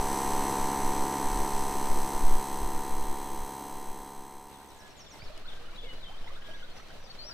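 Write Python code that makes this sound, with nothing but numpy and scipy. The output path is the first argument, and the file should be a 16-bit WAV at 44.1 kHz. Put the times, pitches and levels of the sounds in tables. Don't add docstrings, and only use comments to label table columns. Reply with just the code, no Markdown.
import sys
import numpy as np
from scipy import signal
from scipy.fft import rfft, irfft
from scipy.io import wavfile

SR = 44100
rng = np.random.default_rng(int(sys.argv[2]) if len(sys.argv) > 2 else 0)


def dump_mix(stems):
    frames = np.atleast_2d(stems).T
    limited = np.clip(frames, -1, 1)
    pcm = np.round(limited * 32767).astype(np.int16)
    wavfile.write(sys.argv[1], SR, pcm)


def voltage_ratio(decibels):
    exponent = np.asarray(decibels, float) / 20
    return 10 ** exponent


N = 323253

# order [multiple of revolution], level [dB]
STROKE_ORDERS = [(1, -11.5), (2, -11), (3, -6), (4, -8), (5, -11), (6, -7), (7, -10), (8, -19), (9, -16),
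                 (10, -13), (11, -2), (12, -9), (13, 0), (14, -1), (15, -4), (16, -15), (17, -13),
                 (18, -17), (19, -23), (20, -22), (21, -25), (22, -25), (23, -23), (24, -22), (25, -27),
                 (26, -21), (27, -21), (28, -21), (29, -24), (30, -24), (31, -25), (32, -28)]
# t [s], rate [rev/s]
CRANK_SPEED = [(0.0, 68.21), (0.6, 68.28), (1.2, 68.36), (1.8, 68.41), (2.4, 68.43), (3.0, 68.57),
               (3.6, 68.49), (4.2, 68.54), (4.8, 68.63)]
# order [multiple of revolution], near level [dB], far level [dB]
GEAR_TONES = [(46, -29, -25), (48, -29, -18), (55, -28, -28), (58, -25, -17), (59, -30, -33),
              (61, -20, -20), (87, -18, -27), (88, -19, -27), (90, -21, -18), (116, -16, -16),
              (117, -15, -32), (118, -30, -14), (120, -22, -12), (122, -29, -21), (146, -22, -39),
              (148, -29, -29)]
# f [Hz], width [Hz], near level [dB], far level [dB]
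METAL_RINGS = [(3260, 120, 1, -1), (3900, 550, -36, -16), (5340, 510, -8, -23), (6120, 680, 8, -2),
               (6740, 36, -18, -34), (6600, 330, -29, -2.5), (7960, 480, 7, -3), (8210, 320, 15, -1.5),
               (8840, 840, 4, 6), (9870, 280, 12, 9.5), (9870, 780, -12, -30), (11970, 720, 4.5, 3),
               (13100, 430, -8, 3), (13900, 490, -18, -16)]
# f [Hz], level [dB per Hz]
AIR_SPECTRUM = [(50, -26), (100, -7), (230, -5.5), (310, 6), (450, -1), (620, -6), (950, -2.5), (1500, -12),
                (2000, -13), (3500, -19.5), (4800, -21), (8200, -21), (14500, -21.5), (15500, -46)]
# t [s], push level [dB], flutter level [dB]
WIND_GUSTS = [(0.0, -54, -28), (0.27, -67, -39), (0.72, -33, -59), (1.36, -23, -28), (1.45, -27, -51),
              (1.62, -24, -42), (1.93, -24, -52), (2.03, -56, -46), (2.13, -24, -52), (2.3, -18.5, -33),
              (2.63, -20.5, -28), (2.8, -34, -34), (3.04, -27, -35), (3.42, -19.5, -50), (3.7, -24, -52),
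              (4.23, -50, -58)]
# f [Hz], level [dB per Hz]
PUSH_SPECTRUM = [(2, -2), (8, 17), (20, 0.5), (30, -14.5), (60, -18), (300, -110)]
# f [Hz], level [dB per Hz]
FLUTTER_SPECTRUM = [(15, -17), (30, 13), (60, -5), (120, -24), (300, -57), (1500, -100)]
# f [Hz], level [dB per Hz]
HISS_SPECTRUM = [(21, -46), (35, -10), (60, -9), (123, -14), (368, -17.5), (598, -16), (947, -20.5),
                 (1350, -22), (2380, -24.5), (3770, -25), (7140, -37.5), (14600, -46.5), (15800, -49)]
# f [Hz], correlation [-1..1]
HISS_LIKENESS = [(60, 0.46), (130, 0.29), (300, 0.14), (700, .45), (1400, 0.68), (3000, 0.033),
                 (7000, 0.15), (15000, 0.57)]
# t [s], length [s], middle f [Hz], glide [octaves], peak level [dB]
LEFT_SLUR_NOTES = [(4.517, .058, 3700, -.35, -61), (4.59, .04, 4000, .6, -65),
                   (4.682, 0.054, 3800, .3, -66), (4.81, .029, 4000, .2, -62),
                   (5.12, 0.063, 2090, -.05, -58), (5.39, .045, 2400, .12, -63),
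                   (5.455, .018, 4250, .13, -54), (5.69, 0.09, 2360, 0.27, -60),
                   (5.828, .094, 2150, -.25, -56), (5.948, 0.03, 4040, 0.14, -53),
                   (5.982, 0.079, 3870, -.38, -60), (6.534, .14, 2160, -0.18, -65),
                   (7.036, 0.036, 5150, -0.39, -54), (7.094, 0.024, 4500, 0.033, -47),
                   (7.07, .013, 3700, -.15, -57), (7.108, .013, 4100, .25, -51),
                   (7.185, 0.058, 4430, 0.086, -47), (7.228, .035, 4900, 0.26, -49)]
# t [s], middle f [Hz], peak level [dB]
LEFT_CHIPS = [(4.63, 3700, -68), (4.74, 3700, -65), (4.845, 3660, -61), (4.955, 3800, -63),
              (5.06, 3430, -54), (5.515, 3580, -53), (5.548, 3450, -60), (5.855, 3450, -54),
              (5.883, 3670, -58), (6.025, 3530, -49), (6.05, 3680, -52), (6.455, 3300, -54),
              (6.68, 3150, -58), (6.7, 3900, -59), (6.003, 3980, -60)]
# t [s], length [s], top f [Hz], peak level [dB]
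LEFT_ARCHES = [
    (5.474, 0.036, 3670, -48.5),
    (5.733, 0.037, 2820, -56),
    (5.773, 0.045, 3480, -50),
    (5.816, 0.037, 3570, -50),
]
# t [s], peak level [dB]
TRILL_STARTS = [
    (6.14, -52),
    (6.236, -52),
    (6.318, -52),
    (6.412, -52),
    (6.507, -51),
    (6.598, -49),
]
# offset [s], length [s], first f [Hz], middle f [Hz], last f [Hz], level [dB]
TRILL_SYLLABLE = [
    (0., .02, 3150, 3050, 2850, -4),
    (.027, .03, 3000, 3600, 4000, -1),
]
# t [s], middle f [Hz], peak level [dB]
LEFT_DIVES = [
    (6.772, 5250, -54),
    (6.897, 5100, -63),
    (7.018, 5100, -64),
    (7.14, 5250, -60),
]
# t [s], length [s], middle f [Hz], peak level [dB]
LEFT_SWOOPS = [
    (7.256, .08, 5550, -47.5),
]
# t [s], first f [Hz], rise [octaves/s], t60 [s], peak level [dB]
LARGE_BUBBLES = [(4.82, 606, 4.5, 0.13, -50), (5.22, 2260, 11, 0.036, -41.5), (5.227, 89.5, -3, 0.066, -39),
                 (5.3, 594, 4, 0.16, -45.5), (5.42, 626, -4, .06, -49), (5.6, 465, 1, 0.23, -50.5),
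                 (5.836, 461, 5, 0.24, -45), (6.095, 682, 15, 0.28, -48), (6.24, 730, 17, 0.048, -47),
                 (6.265, 845, 10.5, 0.15, -48), (6.275, 1960, 15, 0.036, -41),
                 (6.304, 1170, 1, 0.037, -42.5), (6.315, 597, -14, .06, -45.5),
                 (6.487, 643, -2.5, 0.19, -45.5), (6.243, 1500, 11, .05, -50), (6.8, 1850, 20, .03, -43),
                 (5.645, 1200, 15, .05, -50), (6.305, 2050, -10, .03, -48), (6.51, 620, -4, .1, -49),
                 (6.797, 1240, 10, 0.042, -45), (6.902, 1410, 34, 0.055, -45.5), (7.25, 597, 1, 0.11, -46),
                 (6.93, 654, 8.5, 0.16, -52), (7.04, 554, 0, .05, -46), (7.09, 786, 2, .05, -48),
                 (6.74, 700, 8, .05, -49), (7.3, 704, -6, .06, -53)]
# t [s], peak level [dB]
FALLING_STARTS = [
    (4.655, -59),
    (4.757, -53),
    (4.862, -53),
    (4.965, -48.5),
    (5.078, -48.5),
]
# offset [s], length [s], first f [Hz], middle f [Hz], last f [Hz], level [dB]
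CHIRP_VOICES = [
    (0., 0.032, 7450, 7150, 6400, -10),
    (0.024, 0.044, 6750, 5600, 5250, -4),
    (0.036, .04, 6500, 5800, 5450, -15),
]
# t [s], length [s], middle f [Hz], glide [octaves], peak level [dB]
CENTRE_SLUR_NOTES = [
    (5.195, 0.042, 4700, 0.269, -54),
    (5.261, 0.026, 4350, -0.22, -53),
    (6.44, 0.21, 5850, .12, -69),
    (6.235, .048, 5250, .2, -64),
    (4.87, 0.056, 4200, 0.12, -62),
    (5.756, 0.021, 3950, 0.099, -53),
    (5.84, 0.039, 2900, .3, -55),
]
# t [s], length [s], top f [Hz], peak level [dB]
CENTRE_ARCH = (5.229, .038, 5500, -58)
# t [s], length [s], f [Hz], peak level [dB]
CENTRE_WHISTLES = [(5.36, .022, 2960, -58), (5.65, 0.032, 2950, -58), (5.875, 0.056, 2950, -49),
                   (6.05, 0.056, 3110, -51), (6.703, 0.027, 4250, -58), (6.727, .125, 5930, -64),
                   (6.775, .045, 4270, -61), (6.865, .075, 5900, -70), (6.86, .04, 4270, -63),
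                   (6.828, 0.031, 2620, -60), (6.21, 0.038, 3100, -63), (6.578, .03, 3100, -62),
                   (6.88, .058, 3110, -61), (6.979, 0.168, 5920, -64), (7.13, 0.2, 4050, -63),
                   (7.185, 0.064, 3100, -61), (7.23, 0.092, 5870, -63)]
# t [s], held [s], f [Hz], peak level [dB], scoop level [dB]
RIGHT_WHISTLES = [
    (4.719, 0.19, 1684, -60.5, -74),
    (5.435, 0.22, 1590, -59.5, -50.5),
    (6.35, 0.245, 1646, -54, -52),
    (7.285, .2, 1646, -52, -55),
]
# t [s], peak level [dB]
DROPLETS = [
    (5.377, -53),
    (6.2, -65),
    (6.41, -66),
    (6.885, -60),
    (7.115, -64),
]

PUMP_DB, BRIGHT_DB, AIR_DB = -33.5, -7, -2.5
SETTLE_DB, SETTLE_S = -2, 0.089
FADE_FROM_S, FADE_TO_S, FADE_POWER = 0.46, 5.11, 1.074
FLARE_S, CUT_S, FLARE_DB, FLARE_RISE_DB = 5.115, 5.196, -57.5, -2
FLARE_BRIGHT_DB, FLARE_AIR_DB = -12, 0.5
THUD_LAG_TURNS, PANEL_LAG_TURNS, SCATTER = -0.1717, 0.42, 0.5
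BARS, BRUSH_SLACK, SURGE = 30, 0.322, 0.0052
BRUSHES = [(0.06, -3.5), (1, -16)]
AIR_DULL_HZ, AIR_DULL_SHARE = 8000, 0.45
CALM_PUSH_DB, CALM_FLUTTER_DB, PUSH_S, FLUTTER_S = -32.5, -82, 0.062, 0.024
BUMP_S, BUMP_DB = 5.2, -53
POND_S, POND_DB, POND_START_DB, POND_FULL_S = 4.49, -51.5, -6, 5.3
RUMBLE_S, RUMBLE_DB, RUMBLE_EARLY_DB = 5.25, -41.5, -61
RUMBLE_GUST_S, RUMBLE_GUST_WIDTH_S, RUMBLE_GUST_DB = 5.99, 0.35, 5.5
CHIP_S, CHIP_GLIDE, CHIP_ARCH = 0.0276, -0.33, 0.02
DIVE_S, DIVE_GLIDE = 0.016, -0.36
SWOOP_GLIDE, SWOOP_ARCH = -0.53, 0.33
ARCH_GLIDE, ARCH, SLUR_ARCH, WHISTLE_ARCH = -0.13, 0.276, 0.017, 0.013
SCOOP_S, SCOOP_GLIDE, HELD_ARCH = 0.0363, 0.454, 0.0314
HOOK_S, HOOK_DROP, HOOK_ARCH = 0.018, 0.185, -0.11


def in_time(points, left=None):
    s, value = np.transpose(points)
    return np.interp(np.arange(N) / SR, s, value, left=left)


def at_hz(points, hz):
    point_hz, value = np.transpose(points)
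    return np.interp(np.log(hz), np.log(point_hz), value)


def rms_one(x):
    return x / np.sqrt(np.mean(x ** 2) + 1e-20)


def drift(rate_hz):
    r = np.exp(-80 * np.pi * rate_hz / SR)
    slow = signal.lfilter([1], [1, -2 * r, r * r], rng.standard_normal(N // 40 + 4002))[4000:]
    return np.interp(np.arange(N) / 40, np.arange(len(slow)), rms_one(slow - slow.mean()))


def coloured(spectrum, channels=1):
    hz = np.maximum(np.fft.rfftfreq(N, 1 / SR), 1)
    white = rng.standard_normal((channels, N))
    return rms_one(irfft(rfft(white) * voltage_ratio(at_hz(spectrum, hz)), N))


def lump(s, width_s):
    t = np.arange(0, N, 16) / SR
    return np.repeat(np.exp(-0.5 * ((t - s) / width_s) ** 2), 16)[:N]


def fade():
    t = np.arange(N) / SR
    return np.clip((FADE_TO_S - t) / (FADE_TO_S - FADE_FROM_S), 1e-6, 1) ** FADE_POWER


def revolve(orders, turns):
    size = 8192
    cycle = rms_one(irfft(np.r_[0, orders], size))
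    return np.interp(turns % 1 * size, np.arange(size + 1), np.r_[cycle, cycle[0]])


def body(turns):
    level = np.log(voltage_ratio(np.r_[-30, np.array(STROKE_ORDERS)[:, 1], np.full(32, -34)]))
    cepstrum = irfft(level)
    cepstrum[1:64] *= 2
    cepstrum[65:] = 0
    order = np.arange(65)
    lag_turns = np.where(order <= 10, THUD_LAG_TURNS, np.where(order <= 12, PANEL_LAG_TURNS, 0))
    spread = SCATTER * np.maximum(order - 16, 0) ** 2 + 0.139 * np.maximum(9 - order, 0) ** 2
    spread = spread - 2 * np.pi * np.cumsum(lag_turns)
    after_valve = -2 * np.pi * 0.1618 * order
    phase = 0.35 * rfft(cepstrum).imag + spread + after_valve
    return revolve(np.exp(level + 1j * phase)[1:33], turns)


def gears(turns, farness):
    flicker_db = [0.45 * drift(9) for k in range(8)]
    out = 0
    for k, (order, near_db, far_db) in enumerate(GEAR_TONES):
        level_db = near_db + (far_db - near_db) * farness + flicker_db[k % 8]
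        out = out + voltage_ratio(level_db) * np.cos(2 * np.pi * order * turns)
    return out


def brush_ticks(order, slack_bars):
    draws = rng.standard_normal((BARS, 2))
    even = (np.arange(BARS) + 0.5 + slack_bars * draws[:, 0]) / BARS
    slot = even + SURGE * np.sin(2 * np.pi * even)
    intake_dip_db = 12 * np.sin(1.65 * abs(even) ** 1.3)
    size = voltage_ratio(4.5 * draws[:, 1] - intake_dip_db)
    return np.exp(-2j * np.pi * order[:, None] * slot) @ size


def metal(turns, farness):
    order = np.arange(33, 226)
    ring_hz, width_hz, near_db, far_db = np.transpose(METAL_RINGS)
    shape = 1 / (1 + 2j * (order[:, None] * 68.4 - ring_hz) / width_hz)
    free = ~np.isin(order, np.array(GEAR_TONES)[:, 0])
    direct_click = voltage_ratio(-6) * np.interp(order, [0, 90, 150, 225], [0, 1, 0.85, 0.4])
    below = np.zeros(32)
    out = 0
    for share, ring_db in ((1 - farness, near_db), (farness, far_db)):
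        rings = shape @ voltage_ratio(ring_db)
        click = revolve(np.r_[below, 0.5 * rings + direct_click], turns)
        out = out + share * voltage_ratio(-4 + 0.8 * drift(20)) * click
        for slack_share, direct_db in BRUSHES:
            ticks = brush_ticks(order, BRUSH_SLACK * slack_share)
            ringing = revolve(np.r_[below, free * ticks * (rings + voltage_ratio(direct_db))], turns)
            out = out + share * voltage_ratio(-2 + 1.5 * drift(0.31)) * ringing
    return out / np.sqrt(farness ** 2 + (1 - farness) ** 2)


def puffing_air(turns, farness):
    puff = voltage_ratio(0.14 * np.cos(2 * np.pi * (turns - 0.1)))
    air = (running() * voltage_ratio(AIR_DB) + flare() * voltage_ratio(FLARE_AIR_DB)) * puff * coloured(AIR_SPECTRUM)[0]
    treble = signal.sosfiltfilt(signal.butter(1, AIR_DULL_HZ, "high", fs=SR, output="sos"), air)
    return air - AIR_DULL_SHARE * farness * treble


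def running():
    t = np.arange(N) / SR
    return voltage_ratio(PUMP_DB + SETTLE_DB * np.exp(-t / SETTLE_S)) * fade()


def flare():
    t = np.arange(N) / SR
    level = voltage_ratio(FLARE_DB + FLARE_RISE_DB * (t - CUT_S) / (CUT_S - FLARE_S))
    return level * np.clip((t - FLARE_S) / 0.02, 0, 1) * np.clip((CUT_S - t) / 0.0033, 0, 1)


def compressor():
    turns = np.cumsum(in_time(CRANK_SPEED)) / SR + 0.175 + 0.0008 * drift(5)
    farness = in_time([(1.1, 0.011), (3.2, 0.75)])
    tone = voltage_ratio(3.5 + 0.045 * drift(12)) * body(turns) + gears(turns, farness)
    ticks = metal(turns + 0.00035 * drift(60), farness)
    bright = running() * voltage_ratio(BRIGHT_DB - 4.5) + flare() * voltage_ratio(FLARE_BRIGHT_DB - 4)
    whole = (running() + flare()) * tone + bright * ticks + puffing_air(turns, farness)
    return signal.sosfilt(signal.ellip(10, 1, 55, 15280, fs=SR, output="sos"), whole)


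def wind():
    push = voltage_ratio(CALM_PUSH_DB) + sum(voltage_ratio(db) * lump(s, PUSH_S) for s, db, _ in WIND_GUSTS)
    flutter = voltage_ratio(CALM_FLUTTER_DB) + sum(voltage_ratio(db) * lump(s, FLUTTER_S) for s, _, db in WIND_GUSTS)
    flutter = flutter * fade() + voltage_ratio(BUMP_DB) * lump(BUMP_S, 0.016)
    push_noise = voltage_ratio(5.65 * drift(5.9)) * coloured(PUSH_SPECTRUM)[0]
    flutter_noise = voltage_ratio(2 * drift(6.5)) * coloured(FLUTTER_SPECTRUM)[0]
    return push * fade() * push_noise + flutter * flutter_noise


def far_hiss():
    level_db = in_time([(POND_S, POND_DB + POND_START_DB), (POND_FULL_S, POND_DB)], left=-120)
    hz = np.maximum(np.fft.rfftfreq(N, 1 / SR), 1)
    alike = np.clip(at_hz(HISS_LIKENESS, hz), -1, 1)
    mid, side = rfft(coloured(HISS_SPECTRUM, channels=2))
    mid = irfft(mid * np.sqrt(1 + alike), N)
    side = irfft(side * np.sqrt(1 - alike), N)
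    return voltage_ratio(level_db + 0.84 + 1.4 * drift(20)) * np.array([mid + side, mid - side]) / np.sqrt(2)


def pond_rumble():
    early, late = (RUMBLE_S - 0.08, RUMBLE_EARLY_DB), (RUMBLE_S, RUMBLE_DB)
    level_db = in_time([(POND_S, RUMBLE_EARLY_DB), early, late], left=-120)
    level_db = level_db + RUMBLE_GUST_DB * lump(RUMBLE_GUST_S, RUMBLE_GUST_WIDTH_S)
    spectrum = [(1.5, -13), (8, 32), (12, 22), (22, 17), (32, -10), (60, -50), (200, -90)]
    return voltage_ratio(level_db) * coloured(spectrum)[0]


def sing(notes, rough_db):
    out = np.zeros(N + SR)
    quaver = np.r_[1 + 0.006 * drift(70), np.ones(SR)]
    for s, length_s, first_hz, mid_hz, last_hz, db in notes:
        u = np.linspace(0, 1, int(length_s * SR))
        span = slice(int(s * SR), int(s * SR) + len(u))
        hz = first_hz * (1 - u) * (1 - 2 * u) + 4 * mid_hz * u * (1 - u) + last_hz * u * (2 * u - 1)
        phase = 2 * np.pi * np.cumsum(hz * quaver[span]) / SR
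        out[span] += voltage_ratio(db) * np.sin(np.pi * u) ** 0.5 * np.sin(phase)
    return out[:N] * voltage_ratio(rough_db * drift(30))


def slur(s, length_s, hz, glide, db, arch):
    return s, length_s, hz * 2 ** (-glide / 2 - arch), hz, hz * 2 ** (glide / 2 - arch), db


def repeat(starts, template):
    return [(s + offset_s, length_s, first_hz, mid_hz, last_hz, db + part_db)
            for s, db in starts
            for offset_s, length_s, first_hz, mid_hz, last_hz, part_db in template]


def placed(x, pan_db, lag_ms, echo_db):
    out = np.array([np.roll(x, max(round(sign * lag_ms * SR / 1000), 0)) for sign in (-1, 1)])
    echo_lags = (rng.uniform(0.0099, 0.08, 14) * SR).astype(int)
    for k, lag in enumerate(echo_lags):
        out[k % 2, lag:] += voltage_ratio(echo_db + 4.5 - 160 * lag / SR) * x[:-lag]
    return out * voltage_ratio([[pan_db / 2], [-pan_db / 2]])


def left_birds():
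    notes = [slur(s, CHIP_S, hz, CHIP_GLIDE, db, CHIP_ARCH) for s, hz, db in LEFT_CHIPS]
    notes += [slur(*row, SLUR_ARCH) for row in LEFT_SLUR_NOTES]
    notes += [slur(s, n, hz, ARCH_GLIDE, db, ARCH) for s, n, hz, db in LEFT_ARCHES]
    notes += [slur(s, DIVE_S, hz, DIVE_GLIDE, db, 0) for s, hz, db in LEFT_DIVES]
    notes += [slur(s, n, hz, SWOOP_GLIDE, db, SWOOP_ARCH) for s, n, hz, db in LEFT_SWOOPS]
    return sing(notes + repeat(TRILL_STARTS, TRILL_SYLLABLE), rough_db=2.2)


def bubbles(per_s, small_db):
    rows = list(LARGE_BUBBLES)
    for k, (a, b, c, d) in enumerate(rng.random((130, 4))):
        s = 4.6 + (k + a) / per_s
        if s < N / SR:
            rows.append((s, 350 * 2 ** (2.6 * b), 12 * c, 0.05, small_db - 9 * d))
    out = np.zeros(N + SR)
    t = np.arange(int(0.2 * SR)) / SR
    for s, hz, rise, t60_s, db in rows:
        swell = np.minimum(t / 0.00083, 1) * voltage_ratio(db - 60 * t / t60_s)
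        phase = 2 * np.pi * np.cumsum(hz * 2 ** np.minimum(rise * t, 1)) / SR
        start = int(s * SR)
        out[start:start + len(t)] += swell * np.sin(phase)
    return out[:N]


def centre_birds():
    notes = [slur(s, n, hz, 0, db, WHISTLE_ARCH) for s, n, hz, db in CENTRE_WHISTLES]
    notes += [slur(*row, SLUR_ARCH) for row in CENTRE_SLUR_NOTES]
    s, length_s, top_hz, db = CENTRE_ARCH
    notes.append(slur(s, length_s, top_hz, 0, db, ARCH))
    return sing(notes + repeat(FALLING_STARTS, CHIRP_VOICES), rough_db=2.1)


def right_bird():
    notes = []
    for s, held_s, hz, db, scoop_db in RIGHT_WHISTLES:
        hook_at_s = s + 0.735 * SCOOP_S + held_s
        notes.append(slur(s, SCOOP_S, hz * 2 ** (-SCOOP_GLIDE / 2), SCOOP_GLIDE, scoop_db, 0))
        notes.append(slur(s + 0.766 * SCOOP_S, held_s, hz, 0, db, HELD_ARCH))
        notes.append(slur(hook_at_s, HOOK_S, hz * 2 ** -HOOK_DROP, 0, scoop_db, HOOK_ARCH))
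    return sing(notes, rough_db=2.5)


def chatter(per_s, far_db):
    sides = []
    for side in range(2):
        flock = []
        for k, (a, b, c, d, e) in enumerate(rng.random((int(2.4 * per_s), 5))):
            first_hz, mid_hz, last_hz = 2200 + 2600 * c, 2600 + 2000 * c, 2200 + 2600 * d
            flock.append((4.9 + (k + a) / per_s, 0.015 + 0.03 * b, first_hz, mid_hz, last_hz, far_db - 8 * e))
        sides.append(sing(flock, rough_db=3.4))
    return np.array(sides)


def droplets():
    out = np.zeros(N)
    t = np.arange(int(0.012 * SR)) / SR
    for s, db in DROPLETS:
        start = int(s * SR)
        out[start:start + len(t)] = voltage_ratio(db + 14 - 60 * t / 0.012) * rng.standard_normal(len(t))
    return signal.sosfilt(signal.butter(2, [2800, 7000], "band", fs=SR, output="sos"), out + 1e-18)


def scene():
    yard = compressor() + wind()
    pond = far_hiss() + pond_rumble()
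    birds = voltage_ratio(1.5) * placed(left_birds(), pan_db=6, lag_ms=0.115, echo_db=-19)
    water = placed(bubbles(per_s=45, small_db=-53), pan_db=-7, lag_ms=-0.1, echo_db=-16)
    birds = birds + placed(centre_birds(), pan_db=1, lag_ms=0, echo_db=-10)
    birds = birds + placed(right_bird(), pan_db=-6, lag_ms=-0.08, echo_db=-12)
    birds = birds + voltage_ratio(-7.5) * chatter(per_s=70, far_db=-54.5)
    return yard + pond + water + birds + droplets()


def top_cut(x):
    return signal.sosfilt(signal.butter(12, 15920, fs=SR, output="sos"), x)


def record(dry):
    mix = signal.sosfilt(signal.ellip(10, 0.5, 60, 15730, fs=SR, output="sos"), dry)
    return top_cut(mix)


dry = scene()
out = record(dry)
dump_mix(out)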